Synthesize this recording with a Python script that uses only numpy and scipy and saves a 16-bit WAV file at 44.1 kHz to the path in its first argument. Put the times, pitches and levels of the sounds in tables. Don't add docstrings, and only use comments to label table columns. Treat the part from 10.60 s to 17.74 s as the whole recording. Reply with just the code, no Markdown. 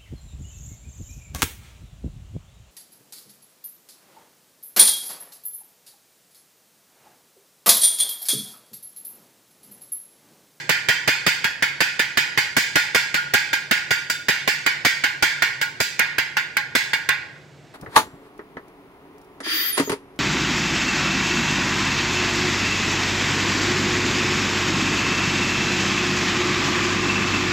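import sys
import numpy as np
from scipy import signal
from scipy.fft import rfft, irfft
from scipy.io import wavfile
from scipy.ndimage import uniform_filter1d, map_coordinates

SR = 44100
rng = np.random.default_rng(int(sys.argv[2]) if len(sys.argv) > 2 else 0)


def waveform_to_disk(signal):
    frames = np.transpose(np.atleast_2d(signal))
    scaled = np.clip(frames, -1, 1) * 32767
    samples = np.round(scaled).astype(np.int16)
    wavfile.write(sys.argv[1], SR, samples)


N = 314874

# f/Hz, relative level/dB
ROOM_SPECTRUM = [(25, -71), (55, -18), (90, -8.5), (140, 0.5), (210, -11.5), (340, -7.5), (550, -11),
                 (1100, -20.5), (2000, -20.5), (5000, -29), (8000, -34), (9000, -42), (16000, -51)]
# f/Hz, relative level/dB
KNOCK_SPECTRUM = [(25, -17), (70, -7), (150, 2), (300, 2.5), (600, 1), (1000, -1.5), (2000, -5),
                  (6000, -59)]
# f/Hz, relative level/dB
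CLANG_SPECTRUM = [(300, -39), (650, -34), (860, -22), (1080, -25), (1300, -25.5), (1480, -10), (2300, -9.5),
                  (3000, -16), (4000, -19.5), (4750, -13), (5400, -22), (7400, -23.5), (8700, -32),
                  (15500, -29)]
# f/Hz, then relative level/dB at the start, middle and end of the bead
STEEL_MODES = [(837, -20, -20, -15), (904, -22, -17, -15), (955, -20, -23, -27), (1076, -37, -24, -15),
               (1437, -5, 0, -3), (1496, -22, -10, -10), (1596, -11, -7, -6), (1633, -4, -3, -1),
               (1744, -4, -11, -11), (1787, -10, -7, -11), (1854, -14, -9, -6), (1894, -5, -13, -21),
               (1935, -5, -11, -9), (1975, -18, -7, -4), (2075, -10, -11, -4), (2209, -8, -6, -8),
               (2250, -22, -11, -9), (2314, -20, -4, -4), (2444, -3, -9, -8), (2828, -16, -10, -15),
               (3100, -9, -13, -21), (3254, -13, -13, -14), (3499, -12, -19, -19), (3587, -11, -8, -7),
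               (3989, -33, -18, -13), (4826, -15, -12, -15), (5280, -18, -17, -20), (6118, -22, -19, -25),
               (6785, -26, -21, -22), (7356, -20, -22, -27)]
# f/Hz, t60/s
RING_DECAY = [(850, 0.66), (1800, 0.6), (4800, 0.59), (7500, 0.54), (12000, 0.29)]
# t/s, level/dB
CLANK_LIFT = [(0.3, 2.5), (1.35, -3), (1.7, 0.5), (2.7, 4), (4.25, -5.5), (4.45, 2.5), (5.0, 2.5),
              (5.2, -4), (5.75, -2.5), (6.0, 1), (6.5, 2.5)]
# t/s, strength/dB, hardness/(dB per octave), crack level/dB
BLOWS = [(-0.095, -8, 1.5, -9), (0.0921, 0.5, -1.4, 0.5), (0.2857, 0.4, -1.2, -1), (0.4758, 1.7, -1.4, -7),
         (0.6643, 0.8, 0, -18), (0.8424, -4.5, -2.6, -11), (1.0233, -1.8, -3, -8), (1.2042, 0.5, -1.2, -13),
         (1.3926, -2.5, -2, -15), (1.5719, 1, -1.6, -5), (1.7747, -0.5, -0.9, -20), (1.966, -0.5, 2, -12),
         (2.1559, 1, -0.5, -7), (2.3468, 1, 0, -20), (2.542, -4.5, -1.3, -25), (2.7363, 0.3, -0.1, 9.5),
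         (2.93, -6.5, -0.8, -5), (3.1106, 0.3, -1.9, 0), (3.307, -2.5, -0.6, -21), (3.4985, -12, 3.5, -21),
         (3.684, 0.5, -1.3, -7), (3.8752, -1, 0, -6), (4.0629, -1, -3, -0.5), (4.2487, 1.5, -0.2, -8),
         (4.4375, -4, -2, -26), (4.624, 1.7, -0.55, -4), (4.8211, -0.9, -2.4, -10), (5.0135, -11, 0.7, -30),
         (5.2019, -6, 4, -26), (5.392, -0.1, -5, 9.5), (5.5822, -4, -3, -1), (5.7677, -6, -3.5, -12),
         (5.9675, -8, -4, -2.5), (6.151, -1.3, 0.5, 0), (6.3322, -7, -2.5, -25), (6.4886, -3.5, -5, 4.5)]
# f/Hz, level/dB
STEREO_LEAN = [(500, -.5), (900, -1), (1500, -2.6), (2200, -5.6), (4200, -.8), (8000, -3), (14000, -2)]

# base level/dB, dB per dB of strength, dB per unit of hardness
KNOCK_LAW = (-0.6, 1.23, 1.28)
ATTACK_LAW = (-3.5, -1.03, -1.23)
CLANK_LAW = (-1.87, -0.7, 0.72)


def undb(db):
    return 10 ** (np.asarray(db) / 20)


def at_hz(points, hz):
    f, value = np.transpose(points)
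    return np.interp(np.log(np.maximum(hz, 1)), np.log(f), value)


def freqs(size):
    return np.fft.rfftfreq(size, 1 / SR)


def fade(t, t60):
    return np.exp(-np.log(1000) * t / t60)


def butter(x, hz, kind, order=2):
    return signal.sosfilt(signal.butter(order, hz, kind, fs=SR, output="sos"), x)


def stereo_noise(size, likeness):
    common, *own = rng.standard_normal((3, size))
    return np.sqrt(likeness) * common + np.sqrt(1 - likeness) * np.array(own)


def colour(points, size):
    gain = undb(at_hz(points, freqs(size)))
    return gain / np.sqrt(np.mean(gain ** 2))


def room_tone(noise_db=-48, hum_db=-55.5, hum_hz=144.8):
    noise = irfft(rfft(stereo_noise(N, likeness=0.88)) * colour(ROOM_SPECTRUM, N), N)
    waver = butter(rng.standard_normal(N), 3.3, "low")
    waver /= waver.std()
    hum = np.sqrt(2) * np.sin(2 * np.pi * hum_hz * np.arange(N) / SR + 1.66 * waver)
    return undb(noise_db) * noise + undb(hum_db) * hum


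def crack(t, centre_s=0.00417, width_s=0.0015, grain_db=4.5, low_cut_hz=5500):
    clicks = stereo_noise(len(t), likeness=0.3) * np.exp(-((t - centre_s) / width_s) ** 2)
    sizes = undb(grain_db * rng.standard_exponential(len(t)))
    return butter(clicks * np.minimum(sizes, 10), low_cut_hz, "high")


def knock(t, db, length_s=0.017, shrink=0.45, rise_s=0.00054, linger=1.23, split_hz=300):
    noise = irfft(rfft(stereo_noise(len(t), likeness=0.4)) * colour(KNOCK_SPECTRUM, len(t)), len(t))
    bass = irfft(rfft(noise) / (1 + (freqs(len(t)) / split_hz) ** 4), len(t))
    age = t / (length_s * undb(shrink * db))
    gated = (noise - bass) * np.exp(-age ** 4) + bass * np.exp(-(age / linger) ** 4)
    return undb(db) * (1 - np.exp(-t / rise_s)) * gated


def contact_tilt(hz, hardness):
    return undb(hardness * np.log2(np.clip(hz, 1200, 7000) / 1850))


def mode_ripple(size, spacing_hz=45):
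    draws = rng.standard_normal(size)
    return map_coordinates(draws, [freqs(size) / spacing_hz], order=3, mode="mirror")


def clang(t, hardness, block_ripple):
    hz = freqs(len(t))
    peaks_db = 1.2 * block_ripple + 4.3 * mode_ripple(len(t))
    peaks = undb(peaks_db * np.clip(hz / 3000, .3, 1))
    peaks /= np.sqrt(uniform_filter1d(peaks ** 2, size=900))
    reflections = rfft(stereo_noise(len(t), likeness=0.36))
    spectrum = reflections * colour(CLANG_SPECTRUM, len(t)) * contact_tilt(hz, hardness) * peaks
    centres, t60s = np.transpose(RING_DECAY)
    bands = (at_hz(np.c_[centres, row], hz) for row in np.eye(len(centres)))
    return sum(irfft(spectrum * band, len(t)) * fade(t, t60) for band, t60 in zip(bands, t60s))


def ring(t, hardness, place, clank_db, clank_below_hz=1700, scatter_db=2.0, detune=0.00211, flutter=0.93):
    out = np.zeros((2, len(t)))
    swell_times = np.arange(0, t[-1], 1 / 70)
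    for hz, *levels_db in STEEL_MODES:
        level_draw, *phase_draws, pitch_draw = rng.standard_normal(4)
        db = np.interp(place, [0, .5, 1], levels_db) + scatter_db * level_draw
        db += clank_db * (hz < clank_below_hz)
        stereo_phase = rng.uniform(0, 2 * np.pi) + np.array(phase_draws)[:, None]
        swell = 1 + flutter * np.interp(t, swell_times, rng.standard_normal(len(swell_times)))
        pitch_hz = hz * (1 + detune * pitch_draw)
        envelope = undb(db) * contact_tilt(hz, hardness) * swell * fade(t, at_hz(RING_DECAY, hz))
        out += envelope * np.sin(2 * np.pi * pitch_hz * t + stereo_phase)
    return out


def follow(law, strength_db, hardness):
    base_db, per_strength, per_hardness = law
    return base_db + per_strength * strength_db + per_hardness * hardness


def chipping(ring_db=-24.5, clang_db=-17.5, thinning_db=-0.84, knock_db=-18, crack_trim_db=-24,
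             direct_db=2.0, direct_t60=0.13, rise_s=0.00071):
    size = 30000
    t = np.arange(size) / SR
    out = np.zeros((2, N + 2 * size))
    block_ripple = mode_ripple(size)
    for onset_s, strength_db, hardness, crack_db in BLOWS:
        place = onset_s / BLOWS[-1][0]
        clank_db = follow(CLANK_LAW, strength_db, hardness) + np.interp(onset_s, *np.transpose(CLANK_LIFT))
        steel = undb(clang_db + thinning_db * place) * clang(t, hardness, block_ripple)
        steel += undb(ring_db) * ring(t, hardness, place, clank_db)
        attack_db = direct_db + follow(ATTACK_LAW, strength_db, hardness)
        punch = (1 - np.exp(-t / rise_s)) * (1 + undb(attack_db) * fade(t, direct_t60))
        impact = undb(knock_db) * knock(t, follow(KNOCK_LAW, strength_db, hardness))
        impact += undb(crack_trim_db + crack_db) * crack(t)
        start = size + int(onset_s * SR)
        out[:, start:start + size] += undb(strength_db) * punch * steel + impact
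    return out[:, size:size + N]


def scene():
    return chipping() + room_tone()


def overload(x, limit_db=-6.0, fold=1.46, edge=0.72):
    limit = undb(limit_db)
    clipped = np.clip(x, -limit, limit)
    snap = limit * np.tanh((x - clipped) / (edge * limit))
    return butter(clipped - fold * snap, 42, "high", order=1)


def record(dry):
    lean_db = at_hz(STEREO_LEAN, freqs(N)) * np.array([[1], [-1]]) / 2
    heard = irfft(rfft(overload(dry)) * undb(lean_db), N)
    high_cut = signal.ellip(8, .2, 70, 15800, fs=SR, output="sos")
    return signal.sosfilt(high_cut, heard)


dry = scene()
out = record(dry)
waveform_to_disk(out)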